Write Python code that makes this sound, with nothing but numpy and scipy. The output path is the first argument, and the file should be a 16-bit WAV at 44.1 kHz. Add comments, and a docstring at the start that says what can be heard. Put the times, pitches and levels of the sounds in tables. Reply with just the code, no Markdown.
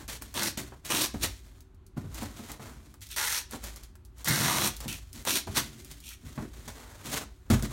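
"""Hands rub and pat a big cardboard box while packing tape is peeled off a roll in short rasping strips.
More strips follow, torn and smoothed down, with loose tape snapping and crackling between them.
Near the end the box is turned over and dropped on a hard floor.
Random cracks and noise ring the tape strip and the box; knocks ring its panels and the air inside.
A bare storeroom answers throughout, and a low rumble, a faint tone and soft hiss hang in the air."""
import sys
import numpy as np
from scipy import signal
from scipy.fft import rfft, irfft, next_fast_len
from scipy.io import wavfile
from scipy.ndimage import map_coordinates

SR = 44100
rng = np.random.default_rng(int(sys.argv[2]) if len(sys.argv) > 2 else 0)


def bounce(signal):
    """Save signal as a 16-bit WAV file at the path given by the first command-line argument."""
    frames = np.transpose(np.atleast_2d(signal))
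    limited = np.clip(frames, -1, 1)
    pcm = np.round(limited * 32767).astype(np.int16)
    wavfile.write(sys.argv[1], SR, pcm)


N = 340449  # length in samples

# Resonances of the cardboard panels, which pulls, rubs and knocks all set ringing:
# pitch_hz, relative level_db, decay_s (time to fall 60 dB before any extra damping)
PANELS = [(129.2, 2, 0.16), (155.5, 0.5, 0.13), (213.4, -0.5, 0.15), (235.6, 1, 0.14), (288, -2, 0.14),
          (387.4, -3.5, 0.11), (430, -10, 0.072), (497, -8.5, 0.022), (620, -13, 0.038),
          (830, -11.5, 0.026)]


def amp(db):
    """Turn decibels into a plain multiplier."""
    return 10 ** (np.asarray(db) / 20)


def unit(x):
    """Scale a sound to an average (rms) strength of 1."""
    return x / np.sqrt(np.mean(x ** 2) + 1e-20)


def along(points, hz):
    """Read a curve of (Hz, value) points, evenly spaced in pitch rather than in Hz."""
    point_hz, values = np.transpose(points)
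    return np.interp(np.log(hz + 1), np.log(point_hz + 1), values)


def strokes(start, rise, hold, fade, *levels_db):
    """Loudness of many strokes: each rises, drifts through its levels while held, then fades; powers add."""
    rise_db, fade_db = 23, 30  # climb during the rise; drop in one fade time
    late_turn = 0.62  # under 1, the middle level of a held stroke comes after half-way
    power, t = np.zeros(N), np.arange(N) / SR
    # only the size of each time counts, not its sign
    for s, up, keep, down, *db in np.broadcast(start, abs(rise), abs(hold), abs(fade), *levels_db):
        held = up + keep * np.linspace(0, 1, num=len(db)) ** late_turn
        knots = [0, *held, up + keep + 2 * down]
        knots_db = [db[0] - rise_db, *db, db[-1] - 2 * fade_db]
        part = slice(round(s * SR), round((s + knots[-1]) * SR))
        power[part] += amp(2 * np.interp(t[part] - s, knots, knots_db))
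    return np.sqrt(power)


def wobble(rate):
    """A smooth random curve through this many random points a second."""
    points = rng.standard_normal(int(N * rate / SR) + 4)
    return map_coordinates(points, [np.arange(N) * rate / SR])


def filtered(x, response):
    """Pass a sound through a filter given as a complex response to frequency."""
    m = next_fast_len(N + SR // 2)
    return irfft(rfft(x, m) * response(np.fft.rfftfreq(m, 1 / SR)), m)[..., :N]


def colour(x, spectrum):
    """Shape a sound by (Hz, dB) points, falling steeply below the first one, at rms 1."""
    return unit(filtered(x, lambda hz: amp(along(spectrum, hz)) * np.minimum(hz / spectrum[0][0], 1) ** 4))


def resonance(hz, width_hz):
    """One ringing pitch that starts only after it is excited, with gain 1 at its centre."""
    return lambda f: 1j * f * width_hz / (hz * hz - f * f + 1j * f * width_hz)


def modes(table, damping):
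    """All of an object's ringing pitches; a shorter decay or more damping makes each one wider."""
    widths = [damping * np.log(1000) / (np.pi * t60) for _, _, t60 in table]
    # the sign alternates from one resonance to the next
    return lambda f: sum((-1) ** k * amp(db) * resonance(hz, w)(f) / w
                         for k, ((hz, db, _), w) in enumerate(zip(table, widths)))


def gliding(x, track_hz, centres, sharpness):
    """Follow a moving resonance by cross-fading between fixed ones; rms about 1."""
    place = np.interp(np.log(track_hz), np.log(centres), np.arange(len(centres)))
    return sum(np.sqrt(np.clip(1 - abs(place - k), 0, 1)) * unit(filtered(x, resonance(c, c / sharpness)))
               for k, c in enumerate(centres))


def cracks(rate, spread_db):
    """Tiny breaks of random size at random moments, about this many a second; rms 1."""
    hit = rng.random(N) < rate / SR
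    size = np.minimum(rng.exponential(size=N), 4)
    sign = rng.standard_normal(N)
    return unit(hit * amp(spread_db * size) * sign)


def air():
    """Filtered noise: building rumble that swells unevenly, a faint narrow tone and soft hiss."""
    # colour of the hiss: pitch_hz, relative density_db (per Hz)
    hiss_colour = [(15, -7), (25, 3), (69, 4.5), (126, -11), (156, -17.5), (267, -16.5), (313, -23),
                   (378, -19.5), (433, -34), (1200, -33.5), (2000, -41), (4380, -47), (5010, -55),
                   (6730, -52), (15500, -66)]
    # rumble loudness before a small random wobble: time_s, level_db
    rumble_levels = [(0.0, -45.5), (1.42, -49), (1.55, -46.5), (1.78, -63), (2.19, -41.5), (2.47, -47.5),
                     (3.18, -50), (3.61, -43), (3.93, -52), (5.1, -43), (5.25, -49), (5.85, -54),
                     (6.39, -46), (7.22, -47), (7.5, -52), (7.72, -48)]
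    # the faint tone: pitch_hz, width_hz, level_db
    faint_tone = (378, 8, -74)
    hiss_db = -49
    rumble_colour = [(24, -41.0), (40, -16.0), (55, 13.5), (70, -10.5), (100, -3.5), (150, -30.0), (250, -53.5)]
    hz, width_hz, tone_db = faint_tone
    s, rumble_db = np.transpose(rumble_levels)
    rumble = colour(rng.standard_normal(N), rumble_colour)
    tone = unit(filtered(rng.standard_normal(N), resonance(hz, width_hz)))
    hiss = colour(rng.standard_normal(N), hiss_colour)
    swell = amp(np.interp(np.arange(N) / SR, s, rumble_db) + 1.0 * wobble(3.5))
    return swell * rumble + amp(tone_db) * tone + amp(hiss_db) * hiss


def room(x, piece=.25):
    """Echoes as fading noise, each pitch dying at its own speed; the source moves, so the tail changes."""
    # how long the room rings: pitch_hz, decay_s (time to fall 60 dB)
    room_decay = [(100, 0.37), (1000, 0.27), (5000, 0.31), (14000, 0.14)]
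    out, step = np.zeros(N + 2 * SR), round(piece * SR)  # a fresh tail for each piece, in seconds
    for start in range(0, N, step):
        hz, t, z = signal.stft(rng.standard_normal(SR // 2), SR, nperseg=256)
        fading = z * amp(-60 * t / along(room_decay, hz)[:, None])
        tail = signal.istft(fading, SR, nperseg=256)[1]
        wet = signal.fftconvolve(x[start:start + step], tail / np.linalg.norm(tail))
        out[start + 250:][:len(wet)] += wet  # the echoes arrive 250 samples late
    return out[:N]


def knocks():
    """Every blow rings the panels and the air inside at new strengths, with a flat slap of cardboard."""
    # pats, tugs and knocks: time_s, relative level_db, slap_db and boom_db (relative to the blow), panel_hz
    blows = [(0.721, -44, 5.5, -11, 121), (0.93, -27, -10, -29, 294), (1.143, -25.5, -8, -7.5, 228),
             (1.24, -32, -0.5, -6, 232), (1.969, -29.5, -6.5, -11, 233), (2.042, -28.5, -17, -11, 124),
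             (2.222, -32.5, 0, -8, 256), (2.394, -36, -8.5, -19, 234), (2.596, -39.5, -1, -9, 221),
             (3.533, -34, 3, -14, 248), (4.301, -20.5, -32, -23, 129), (4.372, -29.5, -13, -23, 208),
             (4.402, -22, -17, -32, 143), (4.448, -24.5, -7, -36, 152), (4.858, -28, -13.5, -14, 145),
             (5.271, -26, -5, -22, 560), (5.473, -32.5, 0.5, -4, 134), (5.574, -22, -3, -25, 550),
             (6.238, -41.5, -18, -0.5, 129), (6.377, -24.5, -7.5, -16, 124), (6.684, -46, -14, -3, 121),
             (7.502, -12, -17, -8, 215), (7.511, -13, -25, -11.5, 150), (7.625, -26, -14, -23, 299)]
    # ringing of the air inside the box: pitch_hz, relative level_db, decay_s (time to fall 60 dB)
    inside_air = [(50.5, 1, 0.54), (61.2, 5, 0.37), (92.7, 12.5, 0.15)]
    out, slap, t = np.zeros(N + SR), np.zeros(N + SR), np.arange(SR // 2) / SR

    def ring(table, attack):
        """Dying sine waves that start softly, each varied a little in strength and pitch."""
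        waves = sum(amp(db + rng.normal(0, 1.5) - 60 * t / t60)
                    * np.sin(2 * np.pi * hz * (1 + .015 * rng.normal()) * t) for hz, db, t60 in table)
        return (1 - np.exp(-t / attack)) * waves

    for s, db, slap_db, boom_db, panel_hz in blows:
        # modes near the pitch of the struck panel ring the most
        struck = [(hz, level - 8.2 * min(abs(np.log2(hz / panel_hz)), 1.2), t60) for hz, level, t60 in PANELS]
        boom = amp(boom_db + 3.0) * ring(inside_air, attack=.008)
        out[round(s * SR):][:len(t)] += amp(db - 4.0) * (ring(struck, attack=0.0021) + boom)
        slap[round(s * SR):][:len(t)] += amp(db + slap_db + 10 - 60 * t / 0.12) * rng.standard_normal(len(t))
    return out[:N] + filtered(slap[:N], lambda f: resonance(650, width_hz=1000)(f) / (1 + 1j * f / 1500) ** 2)


def snaps():
    """Each snap of tape is a burst of noise: a sharp crack with a short dying crinkle."""
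    # tape snaps and ticks: time_s, relative level_db, body_db (duller part, relative to the snap)
    ticks = [(0.0796, -26, -31), (0.2217, -20.5, 2.5), (0.3413, -19, -1), (0.432, -8.5, -20),
             (0.451, -19, -19), (0.4614, -28, -13), (0.4813, -21, -23.5), (0.5743, -30, -23.5),
             (0.851, -25.5, -24), (1.0187, -6, -17), (1.233, -11, -17), (1.606, -34, -27),
             (1.7462, -50, -20), (1.8654, -36.5, -19), (2.145, -24, -5), (2.231, -25, -8),
             (2.5175, -20.5, -25), (2.9406, -36, 6), (3.0086, -36, -17), (3.0267, -32, -27),
             (3.0689, -29.5, -34), (3.0894, -32, -24), (3.114, -22, -33), (3.1622, -16, -23),
             (3.5107, -23, -7), (3.6394, -19, -1), (3.7604, -24.5, -9), (3.835, -28.5, -28.5),
             (3.9545, -38.5, 4.5), (4.0506, -35, -35), (4.1828, -36, -16), (4.2455, -14, -7),
             (4.285, -6, -1.5), (4.6543, -17, -29), (4.6743, -9.5, 0), (4.766, -21, -21),
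             (4.8042, -18, -26), (4.8803, -16.5, -21), (4.9274, -19, -30.5), (4.9682, -30, -36),
             (5.13, -24, -20), (5.225, -37, -7), (5.2515, -17.5, 4), (5.5697, -32, -10), (5.58, -17, -23),
             (5.847, -26, -11), (5.914, -25, -32), (6.0033, -30, -28), (6.0901, -22, -15),
             (6.6807, -27, -15), (7.1177, -24, -6), (7.5023, -18, -15), (7.6248, -17.5, -25)]
    bright, dull, t = np.zeros(N + SR), np.zeros(N + SR), np.arange(SR // 4) / SR
    for s, db, body_db in ticks:
        crack, crinkle = 0.7 * amp(-60 * t / 0.0047), 0.37 * amp(-60 * t / 0.068)
        burst = rng.standard_normal(len(t)) * (crack + crinkle)
        bright[round(s * SR):][:len(t)] += amp(db - 8) * burst
        dull[round(s * SR):][:len(t)] += amp(db + body_db - 5.5) * burst
    return (filtered(bright[:N], lambda f: resonance(6000, width_hz=9000)(f) * (f / (f - 1800j)) ** 2)
            + filtered(dull[:N], lambda f: resonance(1200, width_hz=1600)(f) * f / (f - 400j)))


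def hands():
    """Skin and tape dragged over cardboard: clumped grains that also stir the box panels."""
    # hand slides: start_s, rise_s, hold_s, fade_s (time to drop 30 dB), rustle_db,
    # scrape_db and body_db (relative to the rustle); the sign of a time does not matter
    slides = [(0, 0.00069, .02, .09, -53.5, 0, 4), (.078, .004, 0.083, 0.04, -41.5, -9, -9.5),
              (0.212, 0.0025, 0.0057, 0.3, -51, -7, 0), (0.572, 0.0015, 0.007, -0.08, -33.5, -7.5, -1),
              (0.588, 0.0097, 0.031, .27, -53, -5, 4), (.82, .03, .01, .03, -60, 2, 8),
              (0.845, 0.005, 0.084, -0.27, -41.5, -12, -10), (1.135, 0.0039, 0.013, 0.23, -50, -5, 8),
              (1.262, 0.012, 0.016, 0.33, -50, -15, -13), (1.424, 0.026, 0.14, -0.1, -67.5, -1.5, 3),
              (1.963, 0.014, 0.0045, 0.06, -50, 0.5, 16.5), (1.996, 0.018, 0.085, 1, -62.5, 1, 9.5),
              (2.097, 0.065, 0.042, 0.14, -46.5, -5, -6), (2.183, 0.031, 0.0067, 0.26, -44.5, -1.5, 0.5),
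              (2.317, 0.048, 0.14, 0.02, -52, -4, -2), (2.488, 0.015, 0.0096, .12, -48, 1, 1),
              (2.585, 0.023, 0.068, 0.33, -53.5, 1, 4), (2.8, 0.027, 0.083, -0.2, -65, -8, 6.5),
              (3.013, 0.0034, 0.0062, .1, -46, -22, -26), (3.489, 0.037, 0.0055, 0.14, -43.5, -7, -5.5),
              (3.605, 0.031, 0.027, 0.18, -44.5, -6.5, -6.5), (3.743, 0.021, 0.0097, .1, -51, -6.5, -9),
              (3.824, 0.0051, 0.0033, 0.11, -54, -7, -8), (4.144, 0.049, 0.012, 0.2, -56, -5.5, -7),
              (4.252, 0.0024, .012, 0.86, -38, -10, -14), (4.8, 0.0048, 0.0089, -0.23, -48, -1.5, -2),
              (4.906, 0.012, .04, .13, -47, -11, -7), (5.115, .04, .025, .18, -49, -9, -1.5),
              (5.461, .01, 0.029, -0.72, -49.5, -7, 7), (5.614, 0.017, 0.014, 0.19, -48.5, -20, -18),
              (5.753, 0.032, 0.017, 0.17, -55, -12.5, -21), (5.856, 0.0054, 0.012, 0.85, -58, -12, -9),
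              (5.887, .025, 0.0096, 0.04, -46.5, -12, -7), (6.21, 0.046, 0.02, 1, -55, -5.5, 4),
              (6.372, 0.0091, 0.078, -0.02, -58, 7.5, 16.5), (6.494, .04, 0.091, 1.6, -58, -5, 1),
              (6.674, 0.005, 0.0076, 0.11, -43.5, -2, -4.5), (6.751, 0.02, 0.2, -0.56, -57, 1.5, -6),
              (7.001, 0.055, 0.074, -0.08, -43, -6.5, -1), (7.087, 0.063, 0.028, 0.07, -35, -6, -7),
              (7.195, 0.014, 0.032, 0, -48.5, 1, 2), (7.46, .004, .03, -12, -68, 5.5, 5),
              (7.5, .001, 0.01, 0.17, -35, -0.5, 3), (7.62, 0.012, 0.015, 0.1, -40.5, -2.5, 8),
              (7.691, 0.031, .03, 5, -41, -2, 0)]
    # colour of the bright rustle: pitch_hz, relative density_db (per Hz)
    rustle_colour = [(1180, -17.5), (2000, -1), (2920, -3.5), (3120, -0.5), (4400, -1), (4880, -3.5),
                     (6750, -0.5), (10500, -6), (11800, -6.5), (15500, -10)]
    # colour of the lower scrape: pitch_hz, relative density_db (per Hz)
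    scrape_colour = [(250, -17), (420, -1.5), (720, -3.5), (950, -3), (1500, -6.5), (2200, -18.5),
                     (3200, -33.5), (6000, -61)]
    start, rise, hold, fade, db, scrape_db, body_db = np.transpose(slides)
    gain = lambda rel_db: strokes(start, rise, hold, fade, db + rel_db, db + rel_db)
    grit = unit(cracks(rate=9000, spread_db=1.3) * amp(1.9 * wobble(70)))
    rustle, scrape = colour(grit, rustle_colour), colour(grit, scrape_colour)
    body = unit(filtered(grit, modes(PANELS, damping=2.04)))
    return gain(0) * rustle + gain(scrape_db) * scrape + gain(body_db) * body


def tape():
    """Glue sticks and slips: fine cracks in quick bursts plus coarse slips ring the taut strip and the box."""
    # strips peeled or torn: start_s, rise_s, hold_s, crackle_db, swell_db (change over the hold),
    # low_start_db, low_middle_db, low_end_db (lower strip modes, relative to the crackle),
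    # high_start_db, high_middle_db, high_end_db (upper strip modes, likewise),
    # drum_db (box, relative), panel_hz, bright_db (bright band, relative), bright_start_hz, bright_end_hz
    pulls = [(0.34, .012, 0.13, -37, 4, -5, -5.5, -12.5, -7, -1.5, -7, -2.5, 192, -7.5, 3230, 4700),
             (.888, .018, .142, -32, 2.5, -4, -10.5, -10.5, -7, -8.5, -9.5, -6, 258, -9, 2560, 4500),
             (1.21, 0.028, 0.0034, -26, 0, -13, -12, -9, -9, -18, -7, -8, 188, -10, 3900, 3920),
             (3.088, 0.021, 0.04, -44, -3, -32, -31, -32, -7, -11, -18, -35.5, 150, -9.5, 3570, 3540),
             (3.161, 0.0045, 0.22, -33, 0.5, -6.5, -13, -12.5, -4.5, -4.5, -10, -32, 150, -14, 4160, 4600),
             (4.257, 0.021, 0.4, -31.5, 1, -10.5, -2, -9.5, -1.5, -5.5, -9, -3.5, 174, -12, 4300, 3640),
             (4.878, 0.0033, 0.057, -39, -5, -20, -14, -22, -8, -11, -15, -5, 170, -4.5, 2820, 2490),
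             (5.253, 0.022, 0.099, -30.5, 1, -5, -22, -12.5, -5, -17, -7.5, -10, 267, -11, 3760, 4240),
             (5.544, 0.028, 0.0092, -25, 0.5, -8, -9, -10, -5, -7, -4, -12, 225, -10, 4200, 4150),
             (6.001, 0.068, 0.066, -48, -1.5, -30, -27, -30, -26, -3, -13, -32, 200, -11, 3250, 2430)]
    # colour of the crackle: pitch_hz, relative density_db (per Hz)
    crackle_colour = [(1180, -62), (2000, -37.5), (2270, 6.5), (2840, -0.5), (3150, -0.5), (4400, -2.5),
                      (5000, -10), (5540, 4), (7880, -2), (8660, 3.5), (10500, -4), (11600, 0.5),
                      (15500, -6)]
    # lower and upper family of the taut strip's resonances: pitch_hz, width_hz, relative level_db
    strip_modes = [
        [(524, 500, -9.5), (808, 206, -1.5), (925, 165, 1.5), (1220, 107, 0)],
        [(1414, 260, -2), (1710, 108, 2), (1890, 250, -1.5), (2295, 270, -2.5)],
    ]
    fade_s = 0.06  # a pull that stops drops 30 dB in this time
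    (start, rise, hold, db, swell_db, low0, low1, low2, high0, high1, high2,
     drum_db, panel_hz, bright_db, bright0, bright1) = np.transpose(pulls)

    def gain(a, b, c):
        """Loudness of all pulls, with relative dB at the start, middle and end of each hold."""
        return strokes(start, rise, hold, fade_s, db + a, db + swell_db / 2 + b, db + swell_db + c)

    def track(a, b):
        """A pitch that glides from a to b during each hold, and on to the next pull."""
        times = np.ravel([start + rise, start + rise + hold], "F")
        return np.interp(np.arange(N) / SR, times, np.ravel([a, b], "F"))

    fine = unit(cracks(rate=30000, spread_db=1.3) * amp(1.36 * wobble(230) + 0.54 * wobble(40)))
    # a slip releases tension one way only and is a little blunter than the fine cracks
    slips = -abs(cracks(rate=500, spread_db=-0.1))
    slips = unit(filtered(slips, lambda f: f / (f - 300j) / (1 + 1j * f / 6000)))
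    peel = fine + 0.51 * slips

    def strip(family):
        """The taut strip ringing in one family of its resonances."""
        return unit(filtered(peel, lambda f: sum((-1) ** k * amp(g) * resonance(hz, w)(f)
                                                 for k, (hz, w, g) in enumerate(family))))

    low, high = (strip(family) for family in strip_modes)
    # a bright band moves with the peel angle
    edge = gliding(peel, track(bright0, bright1), np.geomspace(2400, 6000, num=10), sharpness=3.5)
    # the pull tugs on one panel or another
    panel = gliding(peel, track(panel_hz, panel_hz), [hz for hz, _, _ in PANELS[:5]], sharpness=2.7)
    drum = 0.53 * panel + 0.43 * unit(filtered(peel, modes(PANELS, damping=4.0)))
    crackle = colour(peel, crackle_colour)
    return (gain(0, 0, 0) * crackle + gain(low0, low1, low2) * low + gain(high0, high1, high2) * high
            + gain(*[bright_db] * 3) * edge + gain(*[drum_db] * 3) * drum)


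def scene():
    """All near sources, direct and through the room, over the background air."""
    near = tape() + hands() + snaps() + knocks()
    return (near + amp(-11) * room(near) + air())[None]


def record(dry):
    """The microphone rolls off the deep bass and keeps nothing above its band limit."""
    top_hz = 15900
    return filtered(dry, lambda hz: (hz / (hz - 36j)) ** 3 * (hz < top_hz))


dry = scene()
out = record(dry)
bounce(out)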